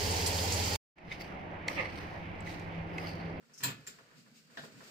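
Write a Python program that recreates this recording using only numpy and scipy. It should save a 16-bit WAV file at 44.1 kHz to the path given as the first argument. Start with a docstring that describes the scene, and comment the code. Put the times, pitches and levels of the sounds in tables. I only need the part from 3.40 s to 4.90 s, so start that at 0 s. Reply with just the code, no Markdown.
"""A small, hard-walled bathroom, from a stereo pair set far enough back to hear mostly the room.
A curtain is being hooked onto plastic rings on a metal rod. One ring creaks under strain, snaps
shut and sets the rod ringing, then clicks as it settles; later a held ring knocks hollowly.
In between, cloth rustles, fingers bump softly and the wall booms over a low rumble."""
import sys
import numpy as np
from scipy import signal
from scipy.fft import rfft, irfft
from scipy.io import wavfile

SR = 44100
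rng = np.random.default_rng(int(sys.argv[2]) if len(sys.argv) > 2 else 0)


def int16_out(signal):
    """Quantize to a 16-bit WAV file."""
    q = np.round(np.clip(np.atleast_2d(signal).T, -1, 1) * 32767)
    wavfile.write(sys.argv[1], SR, q.astype(np.int16))


N = 66150
T = np.arange(N) / SR
FFT_SIZE = 2 ** 17
HZ = np.maximum(np.arange(FFT_SIZE // 2 + 1) * SR / FFT_SIZE, 1)

# a ring's contacts with the rod: (time [s], level [dB], contact cut-off [Hz])
CLACKS = [(0.2049, -14.5, 2000), (0.215, -20.5, 3000), (0.2286, -10.5, 5000), (0.2338, -9, 8900),
          (0.235, -1, 19000), (0.2425, -8, 15100), (.266, -6, 2780), (.281, -4, 2350), (.302, -9, 2200)]
# spectrum of plastic on metal: (frequency [Hz], level [dB])
CLACK_COLOUR = [(60, -15), (130, 4), (300, 5.5), (500, -1), (750, -6.5), (1450, 4.5), (2000, 2),
                (3300, 2.5), (3700, 2.5), (4200, 3.5), (5200, -1), (5900, -8), (6600, 1.5), (7700, 4),
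                (9000, -6), (9700, -3), (12000, -8), (14300, 5), (15500, -3)]
def ring_clacks():
    """A ring scrapes over the rod, snaps shut and rebounds."""
    return contacts(CLACKS, CLACK_COLOUR)


# modes of rod and ring: (frequency [Hz])
ROD_HZ = [964, 1005, 1728, 2537, 2569, 3198, 3925, 4133, 5200, 6538, 7222, 7278, 7620, 9600, 13798]
# each mode's ringing: (level [dB], t60 [s])
ROD_DECAYS = [(-34, 0.16), (-38, 0.12), (-47, 0.49), (-40, 0.34), (-43, 0.31), (-51, 0.39), (-35, 0.096),
              (-23.5, 0.055), (-38, 0.13), (-44, 0.11), (-31, 0.18), (-27, 0.15), (-34, 0.1), (-30, 0.048),
              (-30, 0.095)]
def rod_ringing(snap_s=.2355, swell_s=0.0075):
    """Rod and ring sing on after the snap; each mode reaches the two microphones out of step."""
    age, out = np.maximum(T - snap_s, 0), 0
    for hz, (db, t60) in zip(ROD_HZ, ROD_DECAYS):
        phase = rng.uniform(0, 2 * np.pi)
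        skew = rng.uniform(np.pi / 8, np.pi / 3) * rng.choice([-1, 1]) * np.array([[1], [-1]])
        out = out + from_db(db) * decay(age, t60) * np.sin(2 * np.pi * hz * age + phase + skew)
    return out * (1 - np.exp(-age / swell_s))  # the ringing takes a moment to fill the room


# slips of the plastic: (time [s], level [dB])
CREAKS = [(.1355, -22), (.1395, -20), (.153, -24), (.1765, -17.5), (.1805, -14), (.197, -22), (.208, -17)]
# their thin, high spectrum: (frequency [Hz], level [dB])
CREAK_COLOUR = [(500, -37), (4300, -25), (5000, -5), (5350, 3), (5900, -3), (6500, 0.5), (7200, -7.5),
                (10000, -16.5), (15000, -23)]
def ring_creaks():
    """Plastic slips in tiny jerks under strain just before the snap."""
    return contacts(CREAKS, CREAK_COLOUR)


# light contacts: (time [s], level [dB])
CLICKS = [(0.4665, -22), (0.4718, -16.5), (0.4914, -29.5)]
# their spectrum: (frequency [Hz], level [dB])
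CLICK_COLOUR = [(150, -24), (400, 7.5), (850, -13), (1400, 8.5), (3000, 0.5), (5000, 3.5), (6000, -1.5),
                (8000, 4), (10000, -6.5), (12500, -5.5), (14500, -5.5)]
# the ring's ping: (frequency [Hz], level [dB], t60 [s])
CLICK_MODES = [(2570, -42, .06), (7310, -19.5, 0.026)]
def ring_clicks():
    """The ring settles with light contacts, each starting a short ping."""
    return contacts(CLICKS, CLICK_COLOUR, CLICK_MODES)


# dull contacts: (time [s], level [dB])
KNOCKS = [(1.1721, -9.5), (1.191, -18.5)]
# their hollow spectrum: (frequency [Hz], level [dB])
KNOCK_COLOUR = [(60, -42), (130, -5), (250, 10.5), (450, -6.5), (680, 13), (950, -2), (1400, 0), (1610, 12),
                (1770, 11.5), (2150, -5), (3700, 2), (5300, -8.5), (7000, -20), (15000, -30)]
# the held ring's resonances: (frequency [Hz], level [dB], t60 [s])
KNOCK_MODES = [(667, -33.5, 0.049), (1624, -28, 0.059)]
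def ring_knocks():
    """A held ring knocks, and its damped resonances die quickly."""
    return contacts(KNOCKS, KNOCK_COLOUR, KNOCK_MODES)


# finger contacts: (time [s], level [dB], contact cut-off [Hz])
BUMPS = [(.026, -28, 3020), (.096, -25.5, 4000), (.586, -14.5, 2020), (.712, -23.5, 3900),
         (.8615, -23, 1600), (1.1, -24.5, 2500), (1.235, -0.5, 350), (1.24, -17.5, 7000),
         (1.4055, -10, 1190)]
# their spectrum: (frequency [Hz], level [dB])
BUMP_COLOUR = [(60, -31), (150, -9.5), (300, -3), (550, 1.5), (800, -3.5), (1050, -1.5), (1500, 3),
               (2500, -6), (5000, -11), (15000, -16)]
def finger_bumps():
    """Fingers bump the rod and the cloth; the soft contact dulls the treble."""
    return contacts(BUMPS, BUMP_COLOUR)


# pushes on the wall: (time [s], level [dB], length [s])
WALL_PUSHES = [(.229, -6.5, 0.0036), (.259, 0.5, 0.0031), (.376, -9.5, 0.0034), (0.608, -24.5, 0.0031),
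               (0.786, -25, 0.005), (1.335, -17.5, .003), (1.375, -17.5, 0.0028)]
# low modes of wall and room: (frequency [Hz])
BOOM_HZ = [77, 115, 140, 153, 201, 240, 276]
# each mode's ringing: (level [dB], t60 [s])
BOOM_DECAYS = [(-56, 0.7), (-39.5, 0.53), (-38.5, 0.26), (-45, .35), (-46, 0.17), (-53, 0.37), (-42, 0.3)]
def wall_boom(low_cut_hz=124):
    """Rod and hands push on the wall and wake its low modes and the room's."""
    force, boom = 0, 0
    for s, db, length in WALL_PUSHES:
        push = np.sin(np.pi * np.clip((T - s) / length, 0, 1)) ** 2
        force = force + from_db(db) * push / (push.sum() + 1e-9)
    for k, (hz, (db, t60)) in enumerate(zip(BOOM_HZ, BOOM_DECAYS)):
        boom = boom + (-1) ** k * resonate(force, [(hz, db, t60)])  # neighbours swing opposite ways
    return signal.sosfilt(signal.butter(2, low_cut_hz, "high", fs=SR, output="sos"), boom)


# the cloth's sliding hiss: (time [s], level [dB])
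HISS_LEVEL = [(0, -77.5), (.1, -72.5), (.2, -65), (.42, -68), (.56, -62.5), (.66, -69), (.74, -71),
              (.78, -62), (.84, -68.5), (.94, -70.5), (.962, -60), (1.02, -65.5), (1.08, -71.5),
              (1.16, -63.5), (1.25, -57), (1.31, -65.5), (1.4, -62), (1.46, -59)]
# its spectrum: (frequency [Hz], level [dB])
HISS_COLOUR = [(1200, -28.5), (2500, -0.5), (3400, -5), (4600, 1), (6200, -6.5), (7400, -3), (10000, -16),
               (15000, -14.5)]
# the cloth's lower rubbing: (time [s], level [dB])
RUB_LEVEL = [(0, -71.5), (.07, -74), (.14, -68), (.4, -63.5), (.62, -66), (.74, -64), (.83, -72), (.9, -70),
             (1.06, -72.5), (1.15, -62.5), (1.25, -65.5), (1.31, -63), (1.43, -61), (1.5, -58)]
# its spectrum: (frequency [Hz], level [dB])
RUB_COLOUR = [(150, -8), (450, 5), (850, -4), (1500, 4), (2500, -2.5), (4000, -12.5), (10000, -34)]
def cloth_rustle(grains_per_s=250, spread_db=4, grain_db=-4, hiss_db=-2):
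    """Fibres catch in tiny grains over a smooth sliding hiss and a lower rub."""
    sizes = from_db(spread_db * np.minimum(rng.exponential(1, N), 4)) * rng.choice([-1, 1], N)
    catches = sizes * (rng.random(N) < grains_per_s / SR)
    grains = rms_one(bathroom(coloured(catches, at_hz(HISS_COLOUR, HZ))))
    hiss = from_db(hiss_db) * diffuse_noise(HISS_LEVEL, HISS_COLOUR)
    rub = diffuse_noise(RUB_LEVEL, RUB_COLOUR)
    return from_db(grain_db) * level(HISS_LEVEL) * grains + hiss + rub


# background rumble: (time [s], level [dB])
RUMBLE_LEVEL = [(0, -65), (.08, -68.5), (.19, -69), (.27, -58), (.36, -65.5), (.46, -69), (.5, -63),
                (.56, -68), (.62, -71), (.69, -76), (.79, -61), (.84, -67.5), (.92, -63.5), (1.05, -71),
                (1.15, -64.5), (1.24, -55.5), (1.31, -63), (1.39, -57.5), (1.5, -68)]
# its spectrum: (frequency [Hz], level [dB])
RUMBLE_COLOUR = [(25, -30), (60, -24.5), (100, -17.5), (150, 5.5), (185, 0), (235, 5), (320, -11),
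                 (600, -21), (2000, -52)]
def room_rumble():
    """Low noise of the room and of handling swells and sinks around the microphones."""
    return diffuse_noise(RUMBLE_LEVEL, RUMBLE_COLOUR)


# the bathroom's reverberation: (frequency [Hz], t60 [s])
ROOM_T60 = [(100, 0.21), (400, 0.45), (1500, 0.29), (4000, 0.31), (8000, 0.16), (15000, 0.2)]
def bathroom(x, direct_db=-16.5, right_lag_s=.00035, early_db=6, early_t60_s=0.17, bounce_db=-19):
    """A weak direct path to the pair, a burst of close reflections and a tail that dies band by band."""
    field, reverb = diffuse_spectrum(), 0
    centres = np.log([hz for hz, _ in ROOM_T60])
    for share, (_, t60) in zip(np.eye(len(centres)), ROOM_T60):
        band = irfft(field * np.interp(np.log(HZ), centres, share))[:, :N]
        fade = np.hypot(decay(T, t60), from_db(early_db) * decay(T, early_t60_s))
        reverb = reverb + band * fade / np.linalg.norm(fade)
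    direct = np.array([tap(0, direct_db), tap(right_lag_s, direct_db)])
    delays_s = .012 * rng.random((2, 5))  # five bounces off the nearest walls to each microphone
    bounces = np.array([sum(tap(s, bounce_db) for s in side) for side in delays_s])
    return signal.fftconvolve(x[None], reverb + direct + bounces, axes=1)[:, :N]


# the room's sound across the pair: (frequency [Hz], left-right correlation [-1 to 1])
PAIR_CORRELATION = [(130, 0.88), (250, 0.56), (500, 0.77), (1000, -0.16), (2500, -0.11), (8000, 0.057),
                    (14000, 0.038)]
def diffuse_spectrum():
    """Spectrum of white stereo noise, alike in the bass and unrelated in the treble."""
    mid, side = rfft(rng.standard_normal((2, FFT_SIZE)))
    alike = np.clip(at_hz(PAIR_CORRELATION, HZ), -.99, .99)
    return (np.sqrt(1 + alike) * mid + np.sqrt(1 - alike) * side * [[1], [-1]]) / np.sqrt(2)


def diffuse_noise(curve, colour):
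    """Smooth noise from all round the room, following a level curve."""
    white = irfft(diffuse_spectrum())[:, :N]
    return level(curve) * rms_one(coloured(white, at_hz(colour, HZ)))


def contacts(hits, colour, modes=()):
    """The crack of each contact plus the ringing of any modes it strikes."""
    force = sum(tap(*hit) for hit in hits)
    return coloured(force, at_hz(colour, HZ)) + resonate(force, modes)


def tap(s, db, cut_hz=None):
    """One impulse; a softer contact has a lower cut-off."""
    x = np.zeros(N)
    x[int(s * SR)] = from_db(db)
    if cut_hz is None:
        return x
    return signal.lfilter(*signal.butter(1, cut_hz, fs=SR), x + 1e-18)


def resonate(force, modes):
    """Decaying modes driven by a force."""
    out = 0
    for hz, db, t60 in modes:
        r, w = decay(1 / SR, t60), 2 * np.pi * hz / SR
        mode = signal.lfilter([0, np.sin(w)], [1, -2 * r * np.cos(w), r * r], force + 1e-18)
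        out = out + from_db(db) * mode
    return out


def coloured(x, db):
    """Causal (minimum-phase) filter with the given gain at every frequency."""
    cepstrum = irfft(np.log(from_db(db)))
    cepstrum[1:FFT_SIZE // 2] *= 2
    cepstrum[FFT_SIZE // 2 + 1:] = 0
    return irfft(rfft(x, FFT_SIZE) * np.exp(rfft(cepstrum)))[..., :N]


def at_hz(points, hz):
    """Read a table on a log-frequency axis."""
    freqs, values = np.transpose(points)
    return np.interp(np.log(hz), np.log(freqs), values)


def level(curve):
    """Gain along a curve of (time [s], level [dB])."""
    return from_db(np.interp(T, *np.transpose(curve)))


def decay(age, t60):
    """Gain that falls 60 dB in t60 seconds."""
    return np.exp(-np.log(1000) * age / t60)


def from_db(db):
    """Decibels to gain."""
    return 10 ** (np.asarray(db) / 20)


def rms_one(x):
    """Scale to unit rms."""
    return x / np.sqrt(np.mean(x ** 2) + 1e-20)


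def scene():
    """Rings, rod, hands and cloth as they reach the microphones."""
    handling = ring_clacks() + ring_creaks() + ring_clicks() + ring_knocks() + finger_bumps()
    return bathroom(handling) + rod_ringing() + wall_boom() + cloth_rustle() + room_rumble()


# mismatch of the microphones: (frequency [Hz], left minus right [dB])
PAIR_BALANCE = [(120, -2.5), (250, -2), (500, 1.5), (1200, 0.5), (2500, -0.7), (4500, -0.5), (7500, 2),
                (13000, 0)]
NOTCH_HZ, NOTCH_WIDTH_HZ, NOTCH_DB, CUTOFF_HZ = 10840, 330, -19.5, 15450
def record(dry):
    """Two slightly unlike microphones with a notch in the treble; the top is cut steeply."""
    notch_db = NOTCH_DB * np.exp(-.5 * ((HZ - NOTCH_HZ) / NOTCH_WIDTH_HZ) ** 2)
    lean_db = at_hz(PAIR_BALANCE, HZ) / 2
    pair = np.array([coloured(dry[0], notch_db + lean_db), coloured(dry[1], notch_db - lean_db)])
    return signal.sosfilt(signal.ellip(10, .2, 70, CUTOFF_HZ, fs=SR, output="sos"), pair)


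dry = scene()
out = record(dry)
int16_out(out)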